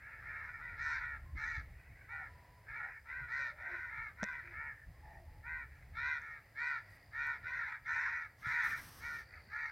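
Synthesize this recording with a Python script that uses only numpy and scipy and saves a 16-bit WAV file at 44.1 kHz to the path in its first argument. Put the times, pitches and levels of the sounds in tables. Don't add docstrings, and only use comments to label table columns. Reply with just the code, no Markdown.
import sys
import numpy as np
from scipy import signal
from scipy.fft import rfft, irfft, next_fast_len
from scipy.io import wavfile
from scipy.ndimage import uniform_filter1d

SR = 44100
rng = np.random.default_rng(int(sys.argv[2]) if len(sys.argv) > 2 else 0)


def linear_from_db(decibels):
    return 10 ** (np.asarray(decibels, float) / 20)


def master_out(mix):
    frames = np.transpose(np.atleast_2d(mix))
    ceiling = np.clip(frames, -1, 1)
    pcm = np.round(ceiling * 32767).astype(np.int16)
    wavfile.write(sys.argv[1], SR, pcm)


N = 428211


def unit_rms(x):
    return x / np.sqrt(np.mean(x ** 2) + 1e-20)


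def read_spectrum(points, hz):
    point_hz, value = np.transpose(points)
    return np.interp(np.log(hz + 1), np.log(point_hz + 1), value)


def add(mix, s, sound):
    part = mix[round(s * SR):][:len(sound)]
    part += sound[:len(part)]


def coloured(x, colour_db):
    size = next_fast_len(len(x))
    gain = linear_from_db(colour_db(np.fft.rfftfreq(size, 1 / SR)))
    return irfft(rfft(x, size) * gain, size)[:len(x)]


def drift(size, top_hz):
    return unit_rms(coloured(rng.standard_normal(size), lambda hz: -np.minimum(6 * (hz / top_hz) ** 2, 200)))


def resonate(x, hz, width_hz):
    carrier = np.exp(2j * np.pi * np.cumsum(hz) / SR)
    pole = np.exp(-np.pi * width_hz / SR)
    baseband = signal.lfilter([1], np.convolve([1, -pole], [1, -pole]), x / carrier)
    return unit_rms((carrier * baseband).real)


def swells(rows, rise_db_per_s, fall_db_per_s):
    t = np.arange(0, N, 64) / SR
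    s, peak_db = np.transpose(rows)[:, :, None]
    gain = linear_from_db(peak_db - np.where(t < s, rise_db_per_s * (s - t), fall_db_per_s * (t - s)))
    return np.interp(np.arange(N) / SR, t, np.sqrt((gain ** 2).sum(0)))


def caw(length, level_db, top_hz, treble_db, rough):
    # (frequency [Hz], gain [dB])
    throat = [(300, -91), (600, -34.5), (950, -17.5), (1250, -12.5), (1450, -2), (1900, 1), (2350, -5),
              (2700, -24), (3100, -39.5), (4000, -77)]
    # (centre [Hz], width [Hz], level [dB], exponent of following the opening [1])
    beak = [
        (3865, 385, -26, 0.31),
        (4670, 690, -31, 1.2),
        (5940, 630, -25.5, 1.7),
        (7460, 610, -38.5, 2.2),
    ]
    size = round((length + .03) * SR)
    u = np.linspace(0, 1, size)
    top = np.clip(.45 + .0835 * rng.standard_normal(), .3, .62)
    flutter_hz = 75 + 4 * rng.standard_normal()
    throat_scale = .98 + .0058 * max(-49 - level_db, 0)

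    rise = np.clip(1 - u / top, 0, 1)
    fall = np.clip((u - top) / (1 - top), 0, 1)
    start_share, end_share = .83, .84
    arch = 1 - (1 - start_share) * rise ** 2.3 - (1 - end_share) * fall ** 2.3
    rough = np.clip(rough + .3 * (rise ** 4 + fall ** 4), 0, 1)
    least_rough = rough.min()

    flutter = 2 * np.pi * np.cumsum(flutter_hz * arch * (1 + .22 * rough * drift(size, 35))) / SR
    shake_depth = 1.6 * .3
    shake = shake_depth * (1 + .22 * drift(size, 12)) * (np.sin(flutter) + .1 * np.sin(2 * flutter + 1))
    jitter = .03
    wander = 1 + .011 * np.sqrt(rough) * drift(size, 16) + jitter * rough * drift(size, 160)
    phase = 2 * np.pi * np.cumsum(top_hz * arch * wander) / SR

    spread = .62 + .4 * least_rough
    pulses = np.zeros(size)
    for k, lag in enumerate(rng.uniform(0, 2 * np.pi, 14), 1):
        pulses += np.cos(k * phase + k ** spread * shake + lag) / (1 + (k / 6.5) ** 4)
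    rasp = (.46 + np.cos(phase)) * rng.standard_normal(size)
    drive = unit_rms(pulses) + .36 * (.42 + 2.5 * rough ** 2) * unit_rms(rasp)
    drive *= 1 + .12 * np.cos(flutter + .6) - (.46 - .4 * rough) * np.cos(2 * flutter)
    drive *= linear_from_db(3 * rough * drift(size, 130))

    hz, t, spectrum = signal.stft(drive, SR, nperseg=512, noverlap=384)
    hz = hz[:, None]
    opening = np.interp(t * SR / size, u, arch)
    tract = linear_from_db(read_spectrum(throat, hz / (throat_scale * opening ** .09)))
    for centre_hz, width_hz, db, follow in beak:
        pitch_luck, level_luck = rng.normal(0, 1, 2)
        centre = centre_hz * (1 + .015 * pitch_luck) * opening ** follow
        peak_db = db + treble_db * centre_hz / 5200 + 2.25 * level_luck
        tract = tract + linear_from_db(peak_db) / (1 + ((hz - centre) / width_hz) ** 4)

    shimmer = uniform_filter1d(rng.standard_normal(spectrum.shape), 9, 1)
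    shimmer = unit_rms(uniform_filter1d(shimmer, 9, 1))
    shimmer_db = 4 * (1 + least_rough) * np.clip(shimmer, -2.5, 1.8)
    voice = signal.istft(spectrum * tract * linear_from_db(shimmer_db), SR, nperseg=512, noverlap=384)[1][:size]
    voice /= np.sqrt(uniform_filter1d(voice ** 2, 3000) + 1e-12)
    swell_db = -11 * rise ** 2.54 - 12 * fall ** 2.3
    return linear_from_db(level_db + swell_db) * voice * signal.windows.tukey(size, .45)


def crows():
    # (time [s], length [s], level [dB], top pitch [Hz], treble [dB])
    clear_caws = [(0.765, .25, -39.5, 471.3, 13), (0.946, .25, -43.5, 461.4, 0),
                  (2.08, 0.22, -45.5, 471, -3), (3.275, .26, -39, 482.7, 9.5),
                  (4.495, 0.26, -45, 452.3, -9), (5.43, 0.24, -44, 493.7, -4), (5.937, .275, -38, 491, 7),
                  (6.187, .23, -48.5, 453.3, 6), (6.548, .27, -38, 481, 8), (7.119, 0.27, -38.5, 477, 6),
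                  (8.994, 0.25, -44, 472, 11.5)]
    hoarse_caws = [(-0.01, 0.29, -53, 444.5, -3), (0.2, 0.29, -47, 450.3, -1.5),
                   (0.38, 0.26, -48.5, 459.4, 2.5), (0.588, 0.2, -47, 480.4, -0.5),
                   (1.349, 0.28, -40.5, 458.4, 10.5), (2.658, 0.26, -44.5, 455, -3),
                   (3.046, .27, -45, 494.4, -4), (3.557, 0.31, -46, 491, -1.5),
                   (3.67, .26, -46, 494.7, 2.5), (3.878, 0.25, -44.5, 446, -2),
                   (4.165, .28, -43.5, 494.7, 3), (7.419, 0.25, -41.5, 491, 4.5),
                   (7.843, 0.29, -37, 478, 8.5), (8.001, .29, -41.5, 465.2, 4),
                   (8.417, 0.29, -36, 478.6, 9), (9.485, .25, -41.5, 454.3, 3.5)]
    ragged_caws = [(1.663, 0.38, -67, 492.5, -8), (1.92, 0.22, -61.5, 529, -8),
                   (2.799, .21, -51, 469.4, -9), (4.406, .16, -54, 481, -5), (4.78, .16, -79, 456, -5),
                   (5.026, .19, -73, 450, 13), (5.679, 0.2, -64.5, 445, 9), (6.417, 0.084, -69, 462, 1),
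                   (6.847, 0.17, -67, 434, 10), (7.551, 0.24, -42.5, 465.6, 0),
                   (8.578, 0.24, -39.5, 473, 7), (9.288, .13, -56, 454, -2)]
    joining_caws = [
        (-0.04, .25, -60, 518, -3),
        (0.26, 0.26, -53.5, 536, -1),
        (0.86, 0.23, -45, 514, 6),
        (3.62, 0.23, -51, 448.5, -5),
        (7.48, 0.25, -48.5, 533, 5.5),
        (7.93, 0.27, -42.5, 520, 0),
        (8.49, 0.27, -42.5, 435, 6),
    ]
    clear, hoarse, ragged = .21, .42, .75
    lead_s = .1
    flock = np.zeros(N + SR // 10)
    voices = ((clear_caws, clear), (hoarse_caws, hoarse), (joining_caws, hoarse), (ragged_caws, ragged))
    for rows, rough in voices:
        for s, *call in rows:
            add(flock, s - .014 + lead_s, caw(*call, rough))
    flock = flock[SR // 10:]

    echo_db, echo_t60_s = -13, .4
    t = np.arange(SR // 2) / SR
    reflections = (rng.random(len(t)) < .04) * (t > .012)
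    echoes = rng.standard_normal(len(t)) * reflections * linear_from_db(-60 * t / echo_t60_s)
    echoes /= np.linalg.norm(echoes)
    return flock + linear_from_db(echo_db) * signal.oaconvolve(flock, echoes)[:N]


def finger_taps():
    # (time [s], level [dB], ring [Hz], t60 [s])
    taps = [(4.2308, -33, 5900, .004), (4.2311, -16, 1700, .005), (4.2301, -29, 620, .02),
            (4.231, -36, 3600, .004), (4.2392, -38, 500, .02), (4.2398, -29, 5800, .004),
            (4.2397, -25, 1900, .006), (4.2402, -34, 3900, .003), (6.2175, -54, 6200, .006),
            (6.9165, -62, 7000, .003), (7.2703, -55, 8800, .003), (7.2705, -50, 13000, .002),
            (7.2707, -55, 6000, .003), (8.469, -60, 8700, .02)]
    thumps = [
        (4.2258, -36, 205, .07),
        (4.2304, -36, 205, .035),
        (4.2313, -34, 950, .012),
        (8.467, -38.5, 120, .08),
        (9.472, -56, 210, .05),
    ]
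    out = np.zeros(N)
    t = np.arange(4000) / SR
    for s, level_db, hz, t60 in taps:
        onset = np.minimum(t * hz * .75, 1) ** 2
        add(out, s, -linear_from_db(level_db - 60 * t / t60) * np.sin(2 * np.pi * hz * t) * onset)
    for s, level_db, hz, t60 in thumps:
        add(out, s, linear_from_db(level_db - 60 * t / t60) * np.sin(2 * np.pi * hz * t))
    return out


def sliding_skin():
    # (time [s], length [s], level [dB], treble over the rest [dB])
    rubs = [
        (6.885, 0.095, -79, 20),
        (8.361, 0.33, -77.5, 0.1),
        (8.465, 0.11, -76, 2),
        (8.627, .12, -64.5, 7),
        (8.62, 0.646, -71, 0.5),
        (8.752, 0.16, -63.5, 9),
        (8.896, .12, -66.5, 10),
    ]
    # (frequency [Hz], density [dB per Hz])
    body_colour = [(100, 16.5), (250, 6.5), (600, -2), (1200, 8), (2500, -2), (4400, -3.5), (5200, 0.5),
                   (6000, 1), (7300, -15.5), (8700, -7.5), (9900, -13), (11500, -6.5), (13500, -10.5),
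                   (16000, -11.5)]
    split_hz = 7300
    out = np.zeros(N)
    for s, length, level_db, treble_db in rubs:
        size = len(np.arange(0, length, 1 / SR))
        slips = rng.standard_normal(size) * linear_from_db(.71 * drift(size, 60))
        low = coloured(slips, lambda hz: read_spectrum(body_colour, hz) - 60 * (hz > split_hz))
        high = coloured(slips, lambda hz: read_spectrum(body_colour, hz) - 60 * (hz <= split_hz))
        rub = (high + low * linear_from_db(-treble_db)) / np.std(high)
        add(out, s, linear_from_db(level_db + 1.9) * rub * signal.windows.tukey(size, .3))
    return out


def wind():
    # (time [s], level [dB])
    breeze_course = [(0.0, -64), (0.6, -61), (0.9, -55.5), (1.7, -53.5), (1.85, -60.5), (2.6, -67),
                     (3.6, -64.5), (4.3, -62.5), (4.85, -66), (5.0, -56.5), (6.0, -57), (6.2, -65.5),
                     (6.6, -73), (7.3, -65), (8.0, -67.5), (9.0, -66.5), (9.71, -67.5)]
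    # (time [s], peak level [dB])
    buffets = [(0.27, -56), (0.43, -59), (0.73, -48.5), (1.24, -43), (1.35, -40.5), (1.59, -41.5),
               (1.73, -51), (1.92, -54), (2.32, -54), (2.72, -55), (3.16, -58), (3.225, -47.5), (3.62, -65),
               (4.0, -53.5), (4.11, -64), (4.57, -52), (4.68, -56), (4.89, -49), (5.3, -49), (5.52, -52),
               (5.62, -54), (5.92, -51), (6.03, -54), (6.65, -63), (7.22, -54), (8.11, -63), (8.5, -62),
               (9.08, -57), (9.36, -58)]
    # (frequency [Hz], density [dB per Hz])
    wind_colour = [(8.8, -62), (15, -18.5), (41, 0.5), (77, 1.5), (95, -10), (127, -8), (204, -27.5),
                   (330, -30.5), (430, -54), (730, -120)]
    lumps = rng.standard_normal(N) * linear_from_db(2.26 * drift(N, 19))
    rumble = coloured(lumps, lambda hz: read_spectrum(wind_colour, hz))
    rumble /= np.sqrt(uniform_filter1d(rumble ** 2, 7000) + 1e-20)
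    s, level_db = np.transpose(breeze_course)
    breeze = linear_from_db(np.interp(np.arange(N) / SR, s, level_db))
    thumping = swells(buffets, rise_db_per_s=325, fall_db_per_s=339)
    return np.hypot(breeze, thumping) * rumble


def hoots():
    # (time [s], length [s], level [dB], start pitch [Hz], end pitch [Hz])
    far_calls = [(1.2, 0.4, -79, 1040, 1076), (2.1, .19, -69.5, 820, 760), (2.22, 0.46, -74, 985, 980),
                 (2.78, 0.14, -70.5, 878, 755), (3.36, 0.31, -75, 540, 646), (3.56, 0.23, -73.5, 780, 635),
                 (3.68, .13, -65, 356, 352), (4.43, 0.11, -72.5, 353, 348),
                 (4.702, .165, -71.5, 1854, 1750), (4.93, 0.069, -82, 1070, 1060),
                 (5.0, 0.237, -70, 860, 800), (5.029, 0.18, -72, 1820, 1842), (5.04, 0.25, -74, 680, 652),
                 (5.05, 0.28, -81, 370, 353), (5.22, 0.37, -78.5, 859, 822),
                 (6.82, 0.25, -74.5, 1923, 1910)]
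    out = np.zeros(N)
    for s, length, level_db, start_hz, end_hz in far_calls:
        blur_hz = .03 * start_hz + .35 * abs(end_hz - start_hz)
        size = round(length * SR)
        hz = np.linspace(start_hz, end_hz, size)
        tone = np.cos(2 * np.pi * np.cumsum(hz + .25 * blur_hz * drift(size, blur_hz)) / SR)
        tone += blur_hz / 50 * resonate(rng.standard_normal(size), hz, 3 * blur_hz)
        fading = linear_from_db(level_db + 5.5 + 1.2 * drift(size, blur_hz))
        add(out, s, fading * tone * signal.windows.tukey(size, .4))
    return out


def insects():
    # (time of the top [s], peak level [dB])
    bouts = [
        (.55, -83.5),
        (2.35, -88),
        (2.8, -84.5),
        (4.6, -87.5),
        (5.3, -88),
        (6.95, -77.5),
        (8.1, -85),
        (9.3, -74),
        (9.7, -71.5),
    ]
    t = np.arange(N) / SR
    sag_from_s = 3.3
    hz = 4990 - 380 * np.clip((t - sag_from_s) / (t[-1] - sag_from_s), 0, 1)
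    throb_hz = 62 * (1 + .05 * drift(N, 3))
    throb = 1 + .65 * np.cos(2 * np.pi * np.cumsum(throb_hz) / SR)
    buzz = resonate(throb * rng.standard_normal(N), hz, width_hz=480)
    return swells(bouts, rise_db_per_s=18, fall_db_per_s=16) * buzz


def air():
    # (frequency [Hz], density [dB per Hz])
    air_colour = [(60, -15.5), (100, -4.5), (200, -24), (350, -25.5), (700, -21.5), (1100, -29),
                  (1500, -29.5), (1900, -18), (2500, -32), (3200, -42), (5000, -39), (7000, -68.5)]
    wash = coloured(rng.standard_normal(N), lambda hz: read_spectrum(air_colour, hz) - 30 * (hz < 48))
    return linear_from_db(-64.5 + 1.4 * drift(N, 2.5)) * unit_rms(wash)


def scene():
    mono = crows() + finger_taps() + sliding_skin() + wind() + hoots() + insects() + air()
    return np.tile(mono, (2, 1))


def band_limit(x):
    return signal.sosfilt(signal.butter(12, 15820, fs=SR, output="sos"), x)


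def record(dry):
    own_hiss = linear_from_db(-78) * signal.lfilter([1, -.6], 1, rng.standard_normal(dry.shape))
    shared_hiss = linear_from_db(-82) * rng.standard_normal(N)
    dry = signal.lfilter(*signal.butter(2, 34, "high", fs=SR), dry)
    return band_limit(dry + own_hiss + shared_hiss)


dry = scene()
out = record(dry)
master_out(out)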